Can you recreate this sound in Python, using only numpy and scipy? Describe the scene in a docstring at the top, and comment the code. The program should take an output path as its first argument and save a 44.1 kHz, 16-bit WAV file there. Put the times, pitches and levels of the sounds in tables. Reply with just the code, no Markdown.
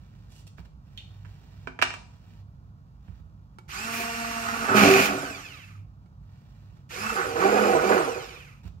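"""A knife slices fruit in a small kitchen while wet pieces crackle and knocks ring the board;
then the knife is put down with a clatter. A hand blender then starts inside a hollowed pineapple:
it hums and whines, bites into chunks, and coasts down as a ring rises in the closing hollow.
Three short bursts churn smooth pulp, and soft bumps on the worktop follow. Curves of rotor speed steer
the blender's sines and noises; blows set decaying tones ringing; the house hums faintly throughout."""
import sys
import numpy as np
from scipy import signal
from scipy.fft import rfft, irfft
from scipy.io import wavfile
from scipy.ndimage import uniform_filter1d

SR = 44100
rng = np.random.default_rng(int(sys.argv[2]) if len(sys.argv) > 2 else 0)


def file_out(sig):
    """Save sig as 16-bit WAV at sys.argv[1]."""
    # one column per channel
    cols = np.atleast_2d(sig).T
    # limit, then scale
    lim = np.clip(cols, -1, 1)
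    pcm = np.round(lim * 32767).astype(np.int16)
    wavfile.write(sys.argv[1], SR, pcm)


N = 388080
TIME = np.arange(N) / SR

# when the blender's button is held: pressed_s, let_go_s
PRESSES = [(3.679, 5.109), (6.889, 7.129), (7.35, 7.695), (7.799, 7.947)]
# rotor speed without load, and the speed lost at full load (turns per second)
FREE_HZ, SAG_HZ = 231.4, 43


def from_db(db):
    """Turns decibels into a factor."""
    return 10 ** (np.asarray(db) / 20)


def rms_one(x):
    """Scales a sound to an average strength (rms) of 1."""
    return x / np.sqrt(np.mean(x ** 2) + 1e-20)


def in_time(rows):
    """The columns of a curve at every sample."""
    s, *columns = np.transpose(rows)
    return [np.interp(TIME, s, column) for column in columns]


def at_hz(points, hz):
    """Reads a curve over pitch, with pitch spaced as the ear hears it."""
    f, value = np.transpose(points)
    return np.interp(np.log(np.maximum(hz, 1)), np.log(f), value)


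def band(x, low_hz, high_hz, order=2):
    """Keeps the pitches between two limits."""
    edges = [low_hz, min(high_hz, .45 * SR)]
    return signal.sosfilt(signal.butter(order, edges, "band", fs=SR, output="sos"), x + 1e-18)


def colour(x, spectrum):
    """Makes some pitches louder and others softer, following a fixed curve."""
    hz = np.arange(N // 2 + 1) * SR / N
    return irfft(rfft(x) * from_db(at_hz(spectrum, hz)), N)


def drift(rate):
    """Smooth random wandering with rms 1; it is made of waves up to about rate in Hz."""
    coarse = TIME[::20]
    white = rfft(rng.standard_normal(len(coarse)))
    hz = np.arange(len(white)) * SR / N
    slow = irfft(white / (1 + (hz / rate) ** 4), len(coarse))
    return np.interp(TIME, coarse, rms_one(slow))


def resonate(x, modes):
    """Resonances side by side with steep outer edges; white noise roughly keeps its level."""
    out, power = 0, 0
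    for k, (hz, width, db) in enumerate(modes):
        r = np.exp(-np.pi * width / SR)
        top = [(1 - r * r) / 2, 0, (r * r - 1) / 2]
        bottom = [1, -2 * r * np.cos(2 * np.pi * hz / SR), r * r]
        # alternate signs keep neighbours from cancelling between their peaks
        out = out + (-1) ** k * from_db(db) * signal.lfilter(top, bottom, x + 1e-18)
        power += from_db(db) ** 2 * np.pi * width / SR
    return band(out, modes[0][0] / 2, modes[-1][0] * 2) / np.sqrt(power)


def impulses(rows):
    """One-sample blows at given times and levels."""
    out = np.zeros(N)
    for s, db in rows:
        out[round(s * SR)] += from_db(db)
    return out


def strike(rows, modes, vary_db):
    """Every blow sets each of an object's natural tones ringing with a strength of its own."""
    out = 0
    for k, (hz, db, ring_s) in enumerate(modes):
        r = from_db(-60 / (ring_s * SR))   # loss per sample
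        w = 2 * np.pi * hz / SR
        blows = impulses([(row[0], row[1] + db + vary_db * rng.standard_normal()) for row in rows])
        ring = signal.lfilter([0, np.sin(w)], [1, -2 * r * np.cos(w), r * r], blows + 1e-18)
        out = out + (-1) ** k * ring
    return out


def crack(rows, decay_s):
    """A short burst of dying noise at each contact."""
    t = TIME[:SR // 10]
    burst = rng.standard_normal(len(t)) * np.exp(-t / decay_s)
    return signal.fftconvolve(impulses(rows), burst)[:N]


def grains(per_s, spread_db):
    """Random tiny clicks of uneven size; rms 1."""
    clicks = (rng.random(N) < per_s / SR) * rng.standard_normal(N)
    return rms_one(clicks * from_db(spread_db * np.clip(rng.standard_normal(N), -2, 2)))


def swells(rows, attack_s, release_s):
    """Each event rises just ahead of its start, holds for its length and dies away."""
    out = 0
    for s, length, db in rows:
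        rise = np.clip(1 + (TIME - s) / attack_s, 0, 1)
        fall = np.exp(-np.clip((TIME - s - length) / release_s, 0, 20))
        out = out + from_db(db) * rise * fall
    return out


def strokes(rows):
    """Long strokes swell and fade slowly, short ones quickly."""
    rise, fall = 0.34, 0.081   # shares of a stroke's length
    return sum(swells([(s, length, db)], rise * length, fall * length) for s, length, db in rows)


def together(*gains):
    """Unrelated causes add in power."""
    return np.sqrt(sum(g ** 2 for g in gains))


def place(x, pan_db, lead_ms):
    """Two microphones: the left is pan_db louder (softer if negative), the right hears lead_ms later."""
    left = x * from_db(pan_db / 2)
    right = np.interp(TIME - lead_ms / 1000, TIME, x) * from_db(-pan_db / 2)
    return np.array([left, right])


def kitchen(x, early_share, early_s):
    """Dense first reflections from worktop and wall, then a tail that dies band by band."""
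    # time for the tail to fall 60 dB: pitch_hz, fall_s
    tail_times = [(150, .35), (600, 0.6), (2000, 0.18), (5000, 0.63), (12000, 0.18)]
    t, edges, response = TIME[:SR * 2 // 3], np.geomspace(60, 18000, 9), 0
    for low, high in zip(edges, edges[1:]):
        tail = from_db(-60 * t / at_hz(tail_times, np.sqrt(low * high)))
        noise = band(rng.standard_normal((2, len(t))), low, high)
        response = response + noise * (tail + early_share * np.exp(-t / early_s))
    response = response * np.clip(t / 0.0011, 0, 1)
    response = response / np.sqrt(np.sum(response ** 2) / 2)
    return signal.fftconvolve(x[None], response, axes=1)[:, :N]


def ambience():
    """A low rumble of the house, shaped from noise, with a faint wavering mains hum."""
    # colour of the rumble: pitch_hz, level_db (per Hz)
    rumble_colour = [(20, -28.5), (35, -22), (50, 4), (100, -5), (140, 0), (190, -8.5), (270, -19.5),
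                     (400, -31.5), (900, -29), (1400, -31), (2200, -58.5), (5000, -49.5), (10000, -62),
                     (15000, -56)]
    rumble_db = -50
    shared = rms_one(colour(rng.standard_normal(N), rumble_colour))
    apart = rms_one(colour(rng.standard_normal((2, N)), rumble_colour))
    mains = from_db(-53.0 + 5.2 * drift(4)) * np.sin(2 * np.pi * 100 * TIME)
    # each microphone also has a share of independent rumble, with more of it above 500 Hz
    diffuse = from_db(-12) * apart + from_db(-9.5) * band(apart, 500, 16000, order=1)
    central = from_db(rumble_db) * shared + mains
    return place(central, pan_db=-3.0, lead_ms=0.3) + from_db(rumble_db) * diffuse


def flesh():
    """Juicy cells burst in a fine crackle: bright under the knife, duller under the fingers."""
    # fingers press and lift wet pieces: start_s, length_s, level_db
    finger_strokes = [(.01, 0.41, -69.5), (.578, 0.024, -58.5), (.65, .01, -60.5), (0.895, 0.26, -69),
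                      (1.25, .42, -65.5), (2.098, 0.2, -69.5), (2.298, 0.11, -68.5), (3.058, 0.14, -71),
                      (6.33, 0.46, -70.5), (8.64, 0.041, -59)]
    # the blade slices through crisp melon: start_s, length_s, level_db
    slices = [(.32, 0.094, -63), (.468, 0.011, -56)]
    # colour of the wet crackle: pitch_hz, level_db
    finger_colour = [(300, 10), (1200, 3), (3000, 1), (4500, -2.5), (7500, -10), (10500, -21), (15000, -6)]
    # colour of the crisp crackle: pitch_hz, level_db (per Hz)
    slice_colour = [(800, -2), (2000, -9), (2900, 1), (5000, -2), (6000, -4), (7500, -2.5), (10500, -13),
                    (15000, -9)]
    seep_db = -80   # juice goes on seeping between the strokes
    pressing = together(from_db(seep_db), strokes(finger_strokes))
    wet = pressing * rms_one(colour(grains(4100, 4.9), finger_colour))
    wet += strokes(slices) * rms_one(colour(grains(3500, 3.7), slice_colour))
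    room = kitchen(wet, early_share=1.8, early_s=0.0053)
    return place(wet, pan_db=-8.5, lead_ms=.1) + from_db(-0.5) * room


def knock(s, db, hardness_hz):
    """A crack and the board's ring: soft, heavy contacts are dull, hard and light ones lack bass."""
    # natural tones of the board: pitch_hz, level_db, ring_s (time to fall 60 dB)
    board_modes = [(264.4, -18, 0.14), (359, -19.5, 0.11), (445.5, -11.5, 0.014), (673, -13.5, 0.048),
                   (973, -9.5, 0.042), (1170, -9, 0.04), (1340, -3, 0.018), (1500, -1.5, .02),
                   (1720, 2.5, 0.0099), (2130, -4, 0.012), (2341, -5, 0.05), (2740, -2, 0.013),
                   (3140, -12, 0.024)]
    blow = from_db(-8) * strike([(s, db)], board_modes, vary_db=1.5)
    blow += from_db(-10) * band(crack([(s, db)], decay_s=0.009), 490, 4900, order=1)
    return band(blow, hardness_hz / 7, hardness_hz, order=1)


def knife_and_board():
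    """Knocks ring the board, the blade clinks, buttons click, and the worktop thuds."""
    # knife and fruit knock on the board: start_s, level_db, hardness_hz
    knocks = [(0.582, -31.5, 636), (0.602, -44, 500), (0.653, -49, 895), (1.248, -42.5, 2450),
              (1.255, -44.5, 1960), (1.672, -13.5, 657), (1.7896, -19.5, 1400), (1.815, -15.5, 4997),
              (1.823, -3.5, 4240), (1.831, -22, 11900), (1.9036, -24.5, 3500), (1.9382, -25, 5480),
              (3.081, -38.5, 450), (3.121, -46, 500)]
    # the knife blade touches something hard: start_s, level_db
    clink_rows = [(.9748, -34)]
    # light clicks of the blender's button and of handling: start_s, level_db
    click_rows = [(3.585, -36.5), (3.691, -40.5), (6.059, -56), (6.77, -54), (6.907, -39), (8.653, -48)]
    # dull bumps on the worktop: start_s, level_db
    bump_rows = [(.59, -35.5), (3.085, -28), (3.2, -37), (3.26, -40), (8.65, -28.5), (8.74, -34.5)]
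    # natural tones of knife, button and worktop: pitch_hz, level_db, ring_s (time to fall 60 dB)
    knife_modes = [(2510, -12, 0.11), (2830, -10, 0.12), (3050, -6, 0.078), (3320, -4, 0.075),
                   (3650, -2, 0.053), (3690, -4, 0.045), (4160, -11, 0.045)]
    button_modes = [(360, -8, 0.084), (864, -1.5, 0.053), (1360, -3, 0.038), (2120, -10, 0.029),
                    (2260, -9.5, 0.065)]
    worktop_modes = [(60, -7.5, 0.9), (89, 2, 0.19), (115, -9, 0.11), (176.6, -8.5, 0.19)]
    board = band(sum(knock(*row) for row in knocks), 110, 10000)
    # knocks with hardness above 4000 Hz add a very short bright tick at 11 to 16 kHz
    hard = [(s, db) for s, db, hardness_hz in knocks if hardness_hz > 4000]
    tick = from_db(-26) * band(crack(hard, decay_s=.002), 11000, 16000)
    clink = from_db(-7) * strike(clink_rows, knife_modes, vary_db=1)
    clink += from_db(2) * band(crack(clink_rows, decay_s=.004), 2350, 4300)
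    clink += from_db(-20) * band(crack(clink_rows, decay_s=0.0026), 4000, 14000)
    # the edge skids on after the touch
    clink += from_db(-10.5) * band(crack(clink_rows, decay_s=0.032), 2300, 3200)
    clicks = from_db(-6) * strike(click_rows, button_modes, vary_db=1)
    clicks += from_db(-5.5) * band(crack(click_rows, decay_s=0.0061), 1300, 3500, order=1)
    bumps = from_db(-6) * strike(bump_rows, worktop_modes, vary_db=2)
    direct = place(board + clink + tick, pan_db=-13.5, lead_ms=0.13)
    direct += place(clicks + bumps, pan_db=-9.5, lead_ms=0.46)
    to_room = from_db(-1.5) * board + from_db(3) * clink + from_db(-7.5) * clicks
    return direct + kitchen(to_room, early_share=1.0, early_s=0.0079)


def rotor():
    """The motor runs up towards a speed set by the load; without power, friction and drag slow it."""
    # drag of the pulp on the blade: time_s, load (0 to 1)
    load_curve = [(4.1, 0), (4.6, .08), (4.87, 1), (5.08, .45), (6.9, 0), (7.1, .2), (7.35, .52),
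                  (7.95, .49)]
    spin_up_s = .05   # time constant of the run-up
    # slowing while coasting: steady friction, then drag of air and of a full load at free speed
    friction_hz_per_s, air_hz_per_s, pulp_hz_per_s = 155, 215, 1285
    powered = sum((TIME >= down) & (TIME < up) for down, up in PRESSES) * 1.
    load, = in_time(load_curve)
    step, hz, speeds = 20, 0., []   # speed is worked out every 20 samples
    for on, drag in zip(powered[::step].tolist(), load[::step].tolist()):
        drive = (FREE_HZ - SAG_HZ * drag - hz) / spin_up_s
        brake = friction_hz_per_s + (air_hz_per_s + pulp_hz_per_s * drag) * (hz / FREE_HZ) ** 2
        hz = max(0., hz + (drive if on else -brake) * step / SR)
        speeds.append(hz)
    return powered, load, np.interp(TIME, TIME[::step], speeds)


def orders(angle, table, waver_db):
    """Sines locked to the rotor's turning, each wavering in strength."""
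    out = 0
    for k, db in table:
        strength = np.sqrt(2) * from_db(db + waver_db * drift(27.0))
        out = out + strength * np.sin(round(k) * angle + rng.uniform(0, 2 * np.pi))
    return out


def chopping(angle, blade_hz, uneven_db, slosh):
    """The two blade tips slap the pulp once a turn each, with uneven strength, amid sloshing drops."""
    passes = np.diff(np.floor(angle / np.pi), prepend=0)
    passes = passes * np.sqrt(SR / np.maximum(blade_hz, 10))   # same power at any speed above 10 Hz
    slaps = passes * from_db(uneven_db * np.clip(drift(190), -2, 2) - uneven_db / 2)
    mix = (slaps + slosh * grains(2500, 2.0)) / np.sqrt(1 + slosh ** 2)
    return mix * from_db(2.4 * drift(25))


def churn_strength(pace, smooth):
    """Strength of the churning: a curve over time, falling steeply as the rotor slows."""
    # churning at free speed, first whole chunks, later smooth pulp: time_s, level_db
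    chunky_curve = [(3.87, -53), (4.01, -44), (4.08, -56.5), (4.5, -49.5), (4.66, -38.5), (4.77, -18.5),
                    (4.94, -17.5), (5.04, -26.5), (5.25, -25.5), (5.8, -29.5)]
    pulpy_curve = [(6.93, -39.5), (7.09, -45.5), (7.2, -32.5), (7.33, -21), (7.48, -20.5), (7.55, -22),
                   (7.69, -21), (7.79, -17.5), (7.85, -21), (7.95, -20), (8.6, -21.5)]
    db = np.where(smooth, in_time(pulpy_curve)[0], in_time(chunky_curve)[0])
    return from_db(db) * pace ** 2.686


def churning(angle, speed, churn, smooth):
    """The same slaps ring the hollow differently when it holds chunks and when it holds pulp."""
    # resonances of the hollow with chunks, then with pulp: pitch_hz, width_hz, level_db
    chunky_hollow = [(105, 50, -2), (191, 88, -4), (274.3, 23, 8), (385, 12, 10.5), (460, 64, 1),
                     (663, 140, 2.5), (764, 160, -3.5)]
    pulpy_hollow = [(260, 92, -9), (377.6, 32, 2.5), (459.4, 16.5, 6), (500.6, 13.5, 7), (610, 100, -4),
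                    (776, 42, 0), (976, 33, -4.5)]
    chop = chopping(angle, 2 * speed, uneven_db=6.0, slosh=1.29)
    chunky = from_db(2.5) * churn * ~smooth * resonate(chop, chunky_hollow)
    pulpy = from_db(3.0) * churn * smooth * resonate(chop, pulpy_hollow)
    return chunky, pulpy


def vortex():
    """A narrow, wavering ring that mostly rises as the hollow in the pulp closes."""
    # air rings around the end of the first run: time_s, pitch_hz, level_db
    ring_curve = [(5.05, 1280, -60), (5.13, 1320, -37), (5.2, 1460, -39), (5.3, 1590, -45),
                  (5.38, 1530, -72)]
    width_hz = 40
    hz, db = in_time(ring_curve)
    phase = 2 * np.pi * np.cumsum(hz) / SR
    sounding = (TIME > ring_curve[0][0]) * (TIME < ring_curve[-1][0])
    ring = drift(width_hz) * np.sin(phase) + drift(width_hz) * np.cos(phase)
    return from_db(db) * sounding * ring


def shaft_rattle(angle, speed, pace, churn):
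    """The blade's slaps and scrapes on the pineapple's wall make the shaft resonate."""
    # the shaft scrapes on the wall: start_s, length_s, level_db
    scrapes = [(3.8, 0.02, -40.5), (4.45, 0.15, -36.5), (4.69, 0.12, -26), (7.07, 0.17, -31.5)]
    # resonances of the shaft: pitch_hz, width_hz, level_db
    shaft_modes = [(810, 87, -4), (1126, 170, 0), (1347, 130, 4.5), (1493, 103, 3.5), (1750, 420, -6.5)]
    scraping = swells(scrapes, attack_s=0.08, release_s=0.031)
    rattle = together(from_db(-41.5) * pace ** 1.9, from_db(-3) * churn, scraping)
    slaps = chopping(angle, 2 * speed, uneven_db=1.5, slosh=1.9)
    return from_db(3) * rattle * resonate(slaps, shaft_modes)


def brushes_and_spray(angle, powered, load, pace, churn, wet, spatter):
    """Scraping brushes and flung juice ring the housing and hiss."""
    # resonances of the housing: pitch_hz, width_hz, level_db
    housing_modes = [(1760, 140, -2.5), (2380, 270, 16), (2695, 1000, 5), (3260, 320, -17.5)]
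    # colour of the hiss: pitch_hz, level_db (per Hz)
    brush_colour = [(400, -20.5), (1500, 9), (3300, -3), (4400, 1), (5500, -0.5), (6500, 1), (7800, -6),
                    (9500, -9), (11500, -8.5), (14000, -7.5), (16000, -18.5)]
    spray = together(spatter, from_db(-20) * churn)   # a share of the churning patters on the wall
    # the starting current adds brush noise, fully set in at 0.35 of free speed
    sparks = from_db(-49) * powered * np.sqrt(np.clip(1 - pace, 0, 1)) * np.clip(pace / .35, 0, 1)
    housing = together(from_db(-41.5) * pace ** 0.99, sparks, from_db(3.5) * spray)
    brush = together(from_db(-40) * pace ** 1.2, sparks, spray)
    # the brushes scrape over twelve commutator bars; juice patters as the churning grows
    uneven = (1 + .5 * np.cos(12 * angle)) * (1 + .2 * np.cos(angle))
    scrape = rms_one(rng.standard_normal(N) * uneven)
    patter = np.sqrt(1 - wet) * scrape + np.sqrt(wet) * grains(6600, 5.5)
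    case = from_db(2) * housing * resonate(patter, housing_modes)
    # each microphone's hiss also has a share of independent noise, for a wide, loose hiss
    wide = place(patter, pan_db=-8.5, lead_ms=.41) + from_db(1.5) * rng.standard_normal((2, N))
    hiss = from_db(1.0) * brush * colour(wide, brush_colour)
    # the finest drops from a shredded piece fizz above 9 kHz
    fizz = rms_one(band(grains(5000, 3), 9000, 16000))
    hiss += from_db(-6) * spatter * (1 - load) * fizz
    return case, hiss


def motor_whine(angle, powered, speed, pace):
    """Rotor-locked tones grow with the current, which flows while the rotor is below free speed."""
    # tones under power: rotor_multiple (times the rotor speed), level_db
    powered_orders = [(6, 2), (12, 1), (18, -11), (20, -9), (24, 0), (28, -8), (32, -8), (34, -7), (36, -1),
                      (48, 0)]
    # tones while coasting: rotor_multiple (times the rotor speed), level_db
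    coasting_orders = [(24, 3), (36, 1), (48, 4), (60, -3), (72, 3), (96, -4)]
    # the housing rings as each tone sweeps through it: pitch_hz, level_db
    whine_colour = [(600, -26), (1050, -8), (1310, 2), (1430, -5), (1900, -4), (2550, 6.5), (2850, 1),
                    (3500, -4), (4300, -5), (4900, -1.5), (5700, -4), (7200, -2), (8500, -6), (11000, -8),
                    (14000, -24)]
    idle_db, strained_db = -1.5, 2.5
    driven = uniform_filter1d(powered, SR // 30)   # softens each switch of the power
    strain = from_db(np.interp(speed, [FREE_HZ - SAG_HZ / 2, FREE_HZ], [strained_db, idle_db]))
    whine = driven * strain * orders(angle, powered_orders, waver_db=2.5)
    # with the current off, only the tick of the brushes on the bars is left
    whine += (1 - driven) * orders(angle, coasting_orders, waver_db=3)
    # the brushes bounce and roughen the whine
    rough = 1 + .35 * drift(150)
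    return colour(from_db(-52.5) * pace ** .75 * whine * rough, whine_colour)


def rotor_tones(angle, speed, pace, churn, shaking):
    """A hum at the rotor speed, strengthened by shaking, and a blade that sings near free speed."""
    # tones of the blade: rotor_multiple (times the rotor speed), level_db
    blade_orders = [(2, -15), (3, 0), (4, -7), (5, -6), (6, -13), (7, -15), (8, -11), (10, -14), (11, -14)]
    blade_db, fade_db_per_hz = -38.5, 1.4
    hum = together(from_db(-41) * pace ** 7.2, from_db(-11) * churn * pace ** 2, shaking)
    tones = hum * orders(angle, [(1, 0)], waver_db=3.0)
    singing = from_db(blade_db - fade_db_per_hz * (FREE_HZ - speed))
    return tones + singing * orders(angle, blade_orders, waver_db=3.5)


def blender():
    """Rotor speed sets tones, pulse rates and levels; the pulp loads the blade and makes it waver."""
    # pieces caught and shredded by the blade: start_s, length_s, spatter_db, shaft_shaking_db
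    chunks = [(3.934, .09, -41, -46), (4.771, 0.06, -27, -24.5), (4.859, .2, -28.5, -37.5)]
    attack_s, release_s = 0.029, .022
    powered, load, speed = rotor()
    pace = speed / FREE_HZ
    smooth = TIME > PRESSES[1][0]   # smooth pulp from the second press on
    churn = churn_strength(pace, smooth)
    spatter = swells([(s, length, db) for s, length, db, _ in chunks], attack_s, release_s)
    shaking = swells([(s, length, db) for s, length, _, db in chunks], attack_s, release_s)
    wet = churn / (churn + from_db(-26.5))   # 0 to 1 as the churning grows
    waver = (.0008 + .005 * wet) * drift(35)
    angle = 2 * np.pi * np.cumsum(speed * (1 + waver)) / SR
    chunky, pulpy = churning(angle, speed, churn, smooth)
    shaft = shaft_rattle(angle, speed, pace, churn) + vortex()
    case, hiss = brushes_and_spray(angle, powered, load, pace, churn, wet, spatter)
    whine = motor_whine(angle, powered, speed, pace)
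    tones = rotor_tones(angle, speed, pace, churn, shaking)
    direct = place(chunky + tones, pan_db=-2.5, lead_ms=0.26)
    direct += place(pulpy, pan_db=-6.5, lead_ms=0.35)
    direct += place(shaft, pan_db=-9, lead_ms=0.31)
    direct += place(case + whine, pan_db=-10.5, lead_ms=0.386) + hiss
    to_room = from_db(-12.5) * (chunky + pulpy + tones)
    to_room += from_db(-5) * (shaft + case) + from_db(-5.5) * whine
    return direct + kitchen(to_room, early_share=0.65, early_s=0.029)


def scene():
    """House, fruit, knife and blender sound together."""
    return ambience() + flesh() + knife_and_board() + blender()


def record(dry):
    """Peaks are held at full scale, then the treble above 15.7 kHz is cut."""
    low_pass = signal.ellip(10, .2, 80, 15700, fs=SR, output="sos")
    return signal.sosfilt(low_pass, np.clip(dry, -1, 1))


dry = scene()
out = record(dry)
file_out(out)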